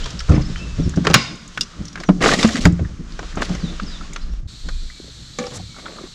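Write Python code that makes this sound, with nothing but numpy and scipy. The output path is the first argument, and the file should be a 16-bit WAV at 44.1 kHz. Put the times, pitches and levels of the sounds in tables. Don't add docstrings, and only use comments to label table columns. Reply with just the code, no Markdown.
import sys
import numpy as np
from scipy import signal
from scipy.fft import rfft, irfft
from scipy.io import wavfile
from scipy.ndimage import uniform_filter1d

SR = 44100
rng = np.random.default_rng(int(sys.argv[2]) if len(sys.argv) > 2 else 0)


def pcm_store(signal):
    levels = np.round(np.clip(np.atleast_2d(signal), -1, 1) * 32767)
    wavfile.write(sys.argv[1], SR, levels.astype(np.int16).T)


def elevation(decibels):
    levels = np.asarray(decibels, float)
    return 10 ** (levels / 20)


N = 270774
T = np.arange(N) / SR
FADE_START_S, CUT_S, STEP_S = 4.1043, 4.4713, 1 / 29.97


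def colour(x, points):
    hz, db = np.transpose(points)
    f = np.maximum(np.fft.rfftfreq(len(x), 1 / SR), 1)
    return irfft(rfft(x) * elevation(np.interp(np.log(f), np.log(hz), db)), len(x))


def unit(x):
    return x / np.sqrt(np.mean(x ** 2))


def band(x, lo_hz, hi_hz):
    return signal.sosfilt(signal.butter(3, [lo_hz, hi_hz], "band", fs=SR, output="sos"), x)


def split(x, hz):
    low = signal.sosfiltfilt(signal.butter(2, hz, fs=SR, output="sos"), x)
    return low, x - low


def walk(rate_hz):
    k = int(SR / rate_hz)
    steps = np.repeat(rng.standard_normal(N // k + 1), k)
    return unit(uniform_filter1d(steps, k)[:N])


def even(x, size):
    return x / np.sqrt(uniform_filter1d(x ** 2, size))


def add(out, s, x):
    i = int(s * SR)
    out[i:i + len(x)] += x[:N - i]


def decay(t, t60_s):
    return np.exp(-np.log(1000) * t / t60_s)


def rings(hz, db, t60_s, phase, size):
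    t = np.arange(size)[:, None] / SR
    return (elevation(db) * decay(t, t60_s) * np.sin(2 * np.pi * (hz * t + phase))).sum(axis=1)


def crack(noise, points, t60_s):
    contact_s = 0.0008
    t = np.arange(len(noise)) / SR
    low, high = split(colour(noise, points), 1800)
    front = (1 + 0.57 * np.exp(-t / 0.0022)) * (1 - np.exp(-t / contact_s))
    return 0.7 * front * (low * decay(t, 1.35 * t60_s) + high * decay(t, 0.84 * t60_s))


def plastic_hit(out, s, db, hz, weight_db, edge_db, t60_s):
    size = 4096
    low_db, high_db = db + weight_db, db + edge_db
    points = [(150, low_db - 9), (400, low_db + 6), (900, low_db), (1300, db + 9), (2700, db - 3),
              (5000, high_db), (7200, high_db - 7), (9000, high_db - 19), (15000, high_db - 57), (17000, -110)]
    add(out, s, crack(rng.standard_normal(size), points, t60_s))
    ring_db = db if hz < 3300 else high_db
    add(out, s, rings(np.array([hz]), ring_db - 11, 0.6 * t60_s, 0, size))
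    place, loss, phase = rng.random((3, 5))
    add(out, s, rings(2200 * 3.3 ** place, high_db - 12 - 8 * loss, 0.71 * t60_s, phase, size))


# (time [s], peak [dB], ring [Hz], lows over ring [dB], highs over ring [dB])
LATCH_SNAPS = [(0.0579, -21, 1810, 5.5, 3.5), (0.203, -19, 1920, -28, 0.5), (0.5588, -16.5, 2320, -27, -21),
               (1.0497, -14, 1500, 6, -5), (1.069, 1, 1240, 1, -6.5), (1.0997, -13, 1190, 12, -2),
               (1.1094, -14, 1260, -2, -2.5), (1.1343, -13, 1080, -5, -0.5), (1.141, 9, 1295, -3.5, -0.5),
               (1.575, -2, 1470, -23, -13.5), (1.6093, -23.5, 5580, -32, 20),
               (1.9563, -14.5, 1490, -7, -9.5), (2.0008, -27.5, 5360, 2, 5.5),
               (2.0352, -16.5, 1560, -8, -5.5), (2.4289, -8.5, 2800, 3, 5), (2.556, -12, 1890, -35, -3.5),
               (2.6537, 2, 1570, -5, -6), (3.1914, -17, 1080, 4, -6), (3.4205, -4, 1610, -0.5, -11.5),
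               (3.55, -23, 2060, 4, 0), (3.7974, -12, 1230, -9, -13.5), (4.161, -12, 1390, -8, -8),
               (4.687, -19, 1500, 2, -3.5), (5.387, -16.5, 1150, -12, 1.5)]


def snaps():
    ring_s, edge_db_to_double = 0.061, 14
    out = np.zeros(N)
    for s, db, hz, weight_db, edge_db in LATCH_SNAPS:
        t60_s = ring_s * 2 ** (min(edge_db, 2) / edge_db_to_double)
        plastic_hit(out, s, db, hz, weight_db, edge_db, t60_s)
    return out


# (time [s], peak [dB], lows over ring [dB])
BOX_BUMPS = [(0.2924, -25.5, 15.5), (0.3178, -18.5, 6), (0.3798, -36, 22), (0.9729, -22, 8.5),
             (2.0886, -8, 9), (2.2595, -0.5, 6), (2.2879, -2, -3), (2.489, -18, -13), (2.658, -20.5, 26),
             (2.792, -24, 9), (3.228, -23, 5.5), (3.3718, -17.5, 8.5), (3.496, -28, 13.5),
             (5.438, -25.5, -13), (5.468, -30, 16)]


def bumps():
    out = np.zeros(N)
    for s, db, weight_db in BOX_BUMPS:
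        plastic_hit(out, s, db, 1230, weight_db, edge_db=-13, t60_s=0.056)
    return out


# (time [s], peak [dB], centre [Hz])
BRIGHT_TICKS = [(0.041, -21, 5344), (0.103, -25, 5540), (0.192, -16, 5400), (0.418, -23, 5140),
                (0.8036, -34, 5810), (0.8932, -24, 6740), (0.96, -22.5, 5900), (1.477, -29.5, 6760),
                (1.63, -19, 5600), (1.853, -24.5, 6140), (1.8813, -24, 5670), (1.928, -26.5, 5670),
                (3.121, -27.5, 4800), (3.3553, -28, 6560), (4.133, -24.5, 6900), (0.293, -24, 6250),
                (1.547, -29, 4550), (1.355, -36, 6960), (3.832, -27, 4940), (2.676, -34, 7050),
                (2.724, -34, 7050), (5.466, -23, 5400), (0.104, -31, 7300)]
# (time [s], peak [dB], centre [Hz])
DULL_TAPS = [(0.937, -18, 1600), (2.049, -27, 450), (2.848, -21, 1740), (3.324, -22, 1900),
             (3.35, -22, 1400), (4.01, -20.5, 1370), (5, -15, 360), (5.043, -17.5, 350), (5.08, -20.5, 440),
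             (5.534, -15, 550), (5.595, -18, 710), (5.743, -31, 1370), (5.764, -22, 1300), (5.78, -26, 700),
             (5.795, -27, 1500), (5.856, -20, 1250), (5.862, -16.5, 1400), (5.857, -23.5, 3700),
             (5.883, -18, 520), (5.902, -29, 1000), (5.967, -30, 1260), (6.011, -25, 500),
             (4.034, -28, 1440), (4.047, -28, 1150), (3.405, -32, 3000), (3.46, -20, 2100),
             (1.735, -30, 1340), (0.975, -3, 550), (2.05, -33, 2100), (1.975, -18, 1600),
             (4.128, -26, 2200), (0.297, -11, 1400), (0.29, -17, 1300), (0.38, -22, 970), (4.9, -26, 2000),
             (5.466, -34, 1250), (5.555, -25, 870), (5.512, -32, 1400), (5.984, -18.5, 1204),
             (6.037, -7.5, 360)]


def ticks():
    out = np.zeros(N)
    for s, db, hz in BRIGHT_TICKS + DULL_TAPS:
        points = [(hz / 4, db - 17), (hz / 1.226, db), (hz, db + 9.5),
                  (1.24 * hz, db - 7), (2.27 * hz, db - 35.5), (22000, -110)]
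        add(out, s, crack(rng.standard_normal(2048), points, 0.048))
    return out


# (centre [Hz], width [Hz], level [dB])
SLAM_BANDS = [(1080, 25, -4), (1450, 120, -5.5), (1984, 41, -10), (2170, 110, -4), (2415, 58, -5),
              (2740, 50, -5), (2970, 23, -12), (3670, 54, -2.5), (4130, 58, -13), (4670, 32, -19),
              (4950, 130, 1), (6860, 31, -18)]
# (frequency [Hz], level [dB], t60 [s])
BOX_MODES = [(1093, -6, 0.25), (1380, -3, 0.038), (1927, -20, 1.1), (2140, -6, 0.048), (2290, 0, 0.042),
             (2848, -0.5, 0.057), (3260, -5, 0.063), (3970, -3, 0.099), (4160, -1, 0.1), (5400, -15, 0.11),
             (6100, -23, 0.23), (7300, -15, 0.024)]


def slam_echo():
    start_s, level_db, t60_s, widen = 1.142, -21, 0.58, 0.96
    wash_gain, ring_db = 0.97, -11.5
    size = SR // 2
    noise = rng.standard_normal(size)
    body = np.zeros(size)
    for hz, width_hz, db in SLAM_BANDS:
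        reach_hz = widen * max(width_hz, 70)
        body += elevation(db) * unit(band(noise, hz - reach_hz, hz + reach_hz))
    wash = unit(band(band(noise, 410, 6100), 300, 7000))
    tail = (unit(body) + wash_gain * wash) * decay(np.arange(size) / SR, t60_s)
    hz, db, mode_t60_s = np.transpose(BOX_MODES)
    ring = rings(hz, db + ring_db, np.minimum(mode_t60_s, 0.12), rng.random(len(hz)), size)
    out = np.zeros(N)
    add(out, start_s, elevation(level_db) * tail + ring)
    return out


# (frequency [Hz], density [dB per Hz])
FRICTION_COLOUR = [(80, -11), (200, 0.5), (300, 0.5), (420, -2), (756, -5), (952, -13), (1140, -3),
                   (1370, -12), (1900, -10.5), (2360, -13.5), (5560, -25.5), (7120, -28.5), (15500, -68.5)]


def slips():
    spikes_db = rng.exponential(size=N // 40 + 1).repeat(40)[:N]
    grains = elevation(1.8 * walk(45) + 2.2 * walk(140) + 1.8 * spikes_db)
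    return colour(rng.standard_normal(N) * grains, FRICTION_COLOUR)


# (time [s], length [s], level [dB], brightness [dB], place of peak [0-1])
STROKES = [(0.28, 0.15, -27, -16, 0.12), (0.337, 0.094, -34, -24, 0.6), (1.04, 0.19, -25.5, -12.5, 0),
           (1.969, 0.11, -37, -11.5, 0.12), (2.209, 0.53, -33, -3, 0.11), (2.205, 0.089, -9.5, -6, 0.45),
           (2.287, 0.044, -20.5, -9.5, 0.16), (2.306, 0.052, -14, -9.5, 0.3), (2.348, 0.091, -24, -2, 0.65),
           (2.42, 0.041, -18, -8, 0.72), (2.44, 0.14, -29.5, -0.5, 0.29), (2.549, 0.053, -26.5, -3.5, 0.36),
           (2.589, 0.1, -32, 1, 0.4), (3.358, 0.068, -28, -16, 0.8), (3.415, .07, -33, 3, 0),
           (3.48, 0.28, -34.5, -9, 0), (5.392, 0.14, -38.5, 0, 0), (5.501, 0.13, -36.5, -6, 0.24),
           (5.748, 0.092, -43.5, -3, 0.4), (5.816, 0.16, -38.5, -20, 0.33), (5.934, 0.17, -39, -22, 0.46)]


def scrape():
    dull, bright = (unit(signal.sosfiltfilt(signal.butter(2, 3300, kind, fs=SR, output="sos"), slips()))
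                    for kind in ("low", "high"))
    dull_gain, bright_gain = np.zeros(N), np.zeros(N)
    for s, length_s, db, bright_db, peak in STROKES:
        u = np.linspace(0, 1, int(length_s * SR))
        stroke = np.interp(u, [0, np.clip(peak, 0.02, 0.98), 1], [0, 1, 0]) ** 0.75
        add(dull_gain, s, elevation(db) * stroke)
        add(bright_gain, s, elevation(db + bright_db) * stroke)
    thud, middle = split(dull, 900)
    dull = thud + np.roll(middle, N // 2)
    return dull * dull_gain + bright * bright_gain


# (time [s], peak [dB], ring [Hz])
LID_CATCHES = [(2.2063, -43, 1140), (2.2168, -18, 3280), (2.2227, -3, 1900), (2.237, -8, 2400),
               (2.251, -16, 1500), (2.314, -3, 1740), (2.3355, -2.5, 1870), (2.337, -12, 3620),
               (2.379, -21, 7000), (2.3869, -11, 1860), (2.394, -10, 2000), (2.398, -17, 4000),
               (2.4333, -11, 4570), (2.44, -10, 560), (2.4857, -13, 1740), (2.49, -20, 600),
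               (2.662, -16, 580), (2.506, -27, 3420), (2.573, -12, 2000), (2.6064, -24, 4090),
               (2.621, -20, 5500)]


def catches():
    out = np.zeros(N)
    for s, db, hz in LID_CATCHES:
        points = [(hz / 4, db - 28), (hz / 1.08, db - 1), (hz, db + 12), (1.2 * hz, db),
                  (7400, db - 9), (15000, db - 49), (22000, -110)]
        add(out, s, crack(rng.standard_normal(2048), points, 0.045))
    return out


# (time [s], peak [dB], ring [Hz], t60 [s])
BOX_DROPS = [
    (2.4449, 0, 222.2, 0.15),
    (2.655, -1.5, 172.5, 0.33),
    (2.6574, -8.5, 281, 0.17),
]


def drops():
    out = np.zeros(N)
    rise_s = 0.0035
    rise = np.clip(np.arange(16000) / SR / rise_s, 0, 1)
    for s, db, hz, t60_s in BOX_DROPS:
        add(out, s, rise * rings(np.array([hz]), db, t60_s, 0, len(rise)))
    return out


# (frequency [Hz], level [dB], t60 [s])
TRAY_MODES = [(497, -8.5, 0.37), (566, -3, 0.11), (792, -8, 0.17), (1150, -10, 0.087), (1720, -12, 0.074),
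              (2297, -7.5, 0.044)]
# (time [s], level [dB])
TACKLE_BLOWS = [
    (5.387, -22.5),
    (5.417, -25.5),
    (5.439, -25.5),
    (5.468, -49),
]


def tray():
    out = np.zeros(N)
    hz, db, t60_s = np.transpose(TRAY_MODES)
    for s, blow_db in TACKLE_BLOWS:
        detune, uneven = rng.standard_normal((2, len(hz)))
        add(out, s, rings(hz * (1 + 0.014 * detune), db + blow_db + 2.3 * uneven, t60_s, 0, 16000))
    return out


# (time [s], peak [dB], main ring [Hz], deep jolt [dB])
HULL_KNOCKS = [(0.296, -3, 128.3, -3.5), (0.323, -5, 134.4, -7.5), (0.358, -8, 158, -14),
               (0.786, -9, 163, -18), (0.859, -11, 166.3, -13.5), (0.969, -4.5, 165.7, -14),
               (1.006, -17, 173, -27), (1.057, -12.5, 148.3, -34), (1.096, -10, 166.6, -15.5),
               (1.146, -7.5, 130, -37), (1.795, -15.5, 178, -21), (2.089, -2.5, 184.7, -34),
               (2.088, -5.5, 293.4, -41), (2.238, -16, 297, -33), (2.326, -20, 236, -36),
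               (2.372, -16.5, 242, -39), (2.441, -17.5, 242, -17.5), (2.485, -17.5, 243, -30),
               (2.542, -13, 255, -46), (2.575, -14.5, 246, -41), (2.653, -12, 301, -3.5),
               (2.69, -12.5, 167, -23), (2.72, -18.5, 151, -19), (2.808, -15, 146.5, -11),
               (2.993, -20, 170.6, -37), (3.368, -21, 184, -23), (3.498, -13.5, 173, -29),
               (3.633, -13, 167, -39), (3.818, -18.5, 191.6, -37), (4.436, -46.5, 159, -20.5),
               (5.389, -18, 237, -53)]
# (frequency [Hz], level [dB], share of t60 [1])
HULL_MODES = [(178, -1, 1), (225.1, -5.5, 0.89), (281.3, -8.5, 1), (324.2, -12, 0.76), (394.5, -19.5, 0.93),
              (475, -18, 0.43), (569, -24, 0.68), (672, -29, 0.38)]
PUSH_S = 0.0241


def knocks():
    t60_s, release_s, free_share = 0.49, 0.0029, 0.23
    out = np.zeros(N)
    hz, db, share = np.transpose(HULL_MODES)
    t = np.arange(16000) / SR
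    swell = np.clip(t / PUSH_S, 0, 1) ** 0.83
    held = np.exp(-np.maximum(t - PUSH_S, 0) / release_s)
    push = swell * (free_share + (1 - free_share) * held)
    for s, peak_db, main_hz, jolt_db in HULL_KNOCKS:
        detune, uneven, phase = rng.standard_normal((3, len(hz)))
        body = rings(hz * (1 + 0.04 * detune), db - 4 + 3 * uneven, t60_s * share, phase, len(t))
        body += rings(np.array([main_hz]), 0, 0.76 * t60_s, 0, len(t))
        body *= push
        jolt = rings(np.array([66, 88]), jolt_db - 3, 0.21, phase[:2] / 8, len(t))
        jolt *= np.clip(t / 0.005, 0, 1)
        add(out, s - 0.004, body / np.abs(body).max() * elevation(peak_db) + jolt)
    return out


def after(times_s, db, t60_s):
    coarse = T[::64]
    late = np.maximum(coarse[:, None] - times_s, 0)
    power = elevation(2 * db) * (1 - np.exp(-late / PUSH_S)) * decay(late, t60_s) ** 2
    return np.interp(T, coarse, power.sum(axis=1))


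def swells(table):
    return sum(elevation(2 * db) * np.sin(np.pi * np.clip((T - s) / length_s, 0, 1)) ** 2
               for s, length_s, db in table)


# (time [s], length [s], level [dB])
WEIGHT_SHIFTS = [
    (-.1, 0.5, -32.5),
    (.45, 0.51, -28.5),
    (3.35, 0.36, -31.5),
    (4.574, 0.23, -34),
    (5.0, 0.39, -41.5),
    (5.45, 0.29, -34.5),
]
# (time [s], length [s], level [dB])
WIND_GUSTS = [
    (-.12, 0.21, -20.5),
    (.15, 0.51, -24.5),
    (.7, 0.24, -23),
    (1.4, 0.36, -42),
    (1.95, 0.55, -29),
    (2.55, 0.23, -24),
    (2.65, 1.92, -28.5),
    (4.15, 0.32, -22),
    (4.57, 0.37, -22.5),
]


def rocking():
    calm_db, sway_rest_db = -49, -49
    murmur_rest_db, murmur_far_db, murmur_in_lurch_db = -40.5, -49, -8.5
    gust = colour(rng.standard_normal(N), [(10, -42), (24, 7), (36, -6), (60, -9), (200, -76), (20000, -120)])
    sway = colour(rng.standard_normal(N), [(30, -29.5), (58, 10), (75, -5), (125, 0), (300, -35.5),
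                                           (20000, -120)])
    hz, db, share = np.transpose(HULL_MODES)
    shocks = rng.standard_normal(N) * elevation(5.8 * walk(25))
    hull = signal.fftconvolve(shocks, rings(hz, db, 0.16 * share, 0, 8000))[:N]

    lurch = swells(WEIGHT_SHIFTS)
    s, peak_db, _, jolt_db = np.transpose(HULL_KNOCKS)
    blowing = elevation(2 * calm_db) + swells(WIND_GUSTS)
    swaying = elevation(2 * sway_rest_db) + lurch + after(s, jolt_db - 11.5, t60_s=0.57)
    rest_db = np.interp(T, [(FADE_START_S + CUT_S) / 2, CUT_S], [murmur_rest_db, murmur_far_db])
    murmur = elevation(2 * rest_db) + lurch * elevation(2 * murmur_in_lurch_db) + after(s, peak_db - 19, t60_s=0.67)
    return (even(gust, 5000) * np.sqrt(blowing) + even(sway, 5000) * np.sqrt(swaying)
            + even(hull, 9000) * np.sqrt(murmur))


# (frequency [Hz], density [dB per Hz])
LINE_COLOUR = [(3000, -13), (5500, 3), (7000, 3), (9500, -8.5), (14500, -34), (16000, -62)]


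def swish():
    start_s, length_s, level_db = 5.533, 0.047, -33
    out = np.zeros(N)
    u = np.linspace(0, 1, int(length_s * SR))
    whip = unit(colour(rng.standard_normal(len(u)), LINE_COLOUR))
    add(out, start_s, elevation(level_db) * whip * u ** 0.5 * (1 - u ** 8))
    return out


# (time [s], level [dB])
CLOTH_MOVES = [
    [(0.0, -35), (0.352, -41), (0.836, -38), (1.12, -41)],
    [(1.42, -47), (1.874, -48), (2.19, -64)],
    [(2.68, -51), (3.02, -67), (3.112, -44), (3.484, -38.5), (3.996, -40.5), (4.4, -52)],
]
# (frequency [Hz], density [dB per Hz])
CLOTH_COLOUR = [(250, -11), (450, -2), (850, -8), (1320, -1), (2240, -6.5), (3690, -3), (7240, -10.5),
                (8500, -21.5), (14000, -51.5)]


def rustle():
    gain = sum(elevation(np.interp(T, *np.transpose(rows), -200, -200)) for rows in CLOTH_MOVES)
    waver = elevation(1.6 * walk(30))
    return unit(colour(rng.standard_normal(N) * waver, CLOTH_COLOUR)) * gain * elevation(-2.5)


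# (time [s], length [s], start [Hz], end [Hz], level [dB])
BIRD_WHISTLES = [(0.023, 0.0293, 2730, 3380, -36), (0.347, 0.025, 5230, 5240, -36),
                 (.342, 0.018, 6310, 6310, -41), (0.47, 0.19, 5270, 5250, -48),
                 (0.587, 0.06, 2560, 2740, -37), (0.818, 0.052, 5970, 5080, -42),
                 (1.653, 0.03, 5900, 5980, -48), (3.585, 0.048, 5540, 4080, -40),
                 (3.628, 0.044, 4080, 3740, -39), (3.665, .032, 3760, 3500, -37),
                 (3.861, 0.036, 5650, 4600, -37), (3.908, .069, 4100, 3400, -39),
                 (0.64, 0.14, 2670, 2600, -47), (4.212, 0.03, 5500, 4600, -46),
                 (4.203, .025, 5100, 4350, -48), (4.18, .08, 3850, 4300, -49), (4.29, .06, 5150, 5850, -53),
                 (4.705, 0.083, 2440, 2435, -53), (4.875, 0.13, 2366, 2250, -53),
                 (5.646, 0.17, 2340, 2160, -51), (1.86, .05, 5800, 5750, -49),
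                 (2.05, .045, 6000, 7300, -51), (2.015, .03, 5000, 5050, -50), (2.68, .06, 5800, 5750, -54)]
# (time [s], length [s], start [Hz], end [Hz], level [dB])
BIRD_CHIRPS = [
    (0.311, 0.034, 6000, 4190, -39),
    (0.409, 0.036, 7800, 4200, -38),
    (0.448, .028, 5050, 5300, -35),
    (0.52, .028, 4900, 3450, -45),
    (0.552, 0.03, 2950, 3120, -38),
    (0.748, 0.027, 5200, 5700, -49),
    (2.04, 0.05, 6400, 5750, -43),
]


def birds():
    out = np.zeros(N)
    flutter_db = 1.4 * walk(60)
    for table, bend in ((BIRD_WHISTLES, 0.4), (BIRD_CHIRPS, 3.0)):
        for s, length_s, start_hz, end_hz, db in table:
            u = np.linspace(0, 1, int(length_s * SR))
            hz = start_hz + (end_hz - start_hz) * np.expm1(-bend * u) / np.expm1(-bend)
            level = elevation(db + flutter_db[int(s * SR):][:len(u)])
            swell = np.sqrt(np.abs(np.sin(np.pi * u)))
            add(out, s, level * swell * np.sin(2 * np.pi * np.cumsum(hz) / SR))
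    return out


def trees(x):
    t60_s, top_hz = 0.42, 7100
    t = np.arange(SR) / SR
    tail = band(band(rng.standard_normal(len(t)), 730, top_hz), 20, top_hz)
    tail *= decay(t, t60_s) * (1 - np.exp(-t / 0.0014))
    tail /= np.sqrt(np.sum(tail ** 2))
    return signal.fftconvolve(x, tail)[:N] * elevation(2.5 * walk(35))


# (frequency [Hz], density [dB per Hz])
AIR_COLOUR = [(250, -31.5), (420, -19), (900, -13), (1150, -2.5), (2300, -11), (4800, -9), (6500, -9.5),
              (8000, -19), (15000, -54)]
# (frequency [Hz], density [dB per Hz])
CHORUS_COLOUR = [(200, -11), (330, -16.5), (450, -22), (913, -22), (1310, -16), (2700, -18.5), (3490, -9),
                 (4250, -3.5), (4900, -13.5), (7600, -16), (8600, -23.5), (9600, -35), (11500, -34.5),
                 (15000, -60)]


def hiss(points, db, flicker_db):
    low, high = split(unit(colour(rng.standard_normal(N), points)), 2800)
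    return elevation(db) * (low * elevation(flicker_db * walk(2.51)) + high * elevation(flicker_db * walk(7.8)))


def fade(t):
    return np.clip((CUT_S + STEP_S - t) / (CUT_S - FADE_START_S), 0, 1) ** 0.95


def scene():
    hits = band(snaps() + bumps() + ticks(), 40, 13000)
    song = birds()
    echo = trees(elevation(-30) * hits + elevation(-11) * song)
    box = hits + slam_echo() + scrape() + catches() + drops() + tray()
    near = box + knocks() + rocking() + swish() + rustle() + song + echo
    held_s = FADE_START_S + np.floor((T - FADE_START_S) / STEP_S) * STEP_S
    stepped = fade(held_s + STEP_S / 2)
    first = near * stepped / np.maximum(fade(T), 1e-3) + hiss(AIR_COLOUR, -48.5, 2.0) * stepped
    rise_s = 0.016
    second = (near + hiss(CHORUS_COLOUR, -42.5, 0.2)) * np.clip((T - CUT_S) / rise_s, 0, 1)
    return np.where(T < CUT_S, first, second)[None]


def band_limit(x):
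    return signal.sosfilt(signal.butter(12, 15620, fs=SR, output="sos"), x)


def record(dry):
    mix = np.clip(dry, -1, 1)
    return band_limit(mix)


dry = scene()
out = record(dry)
pcm_store(out)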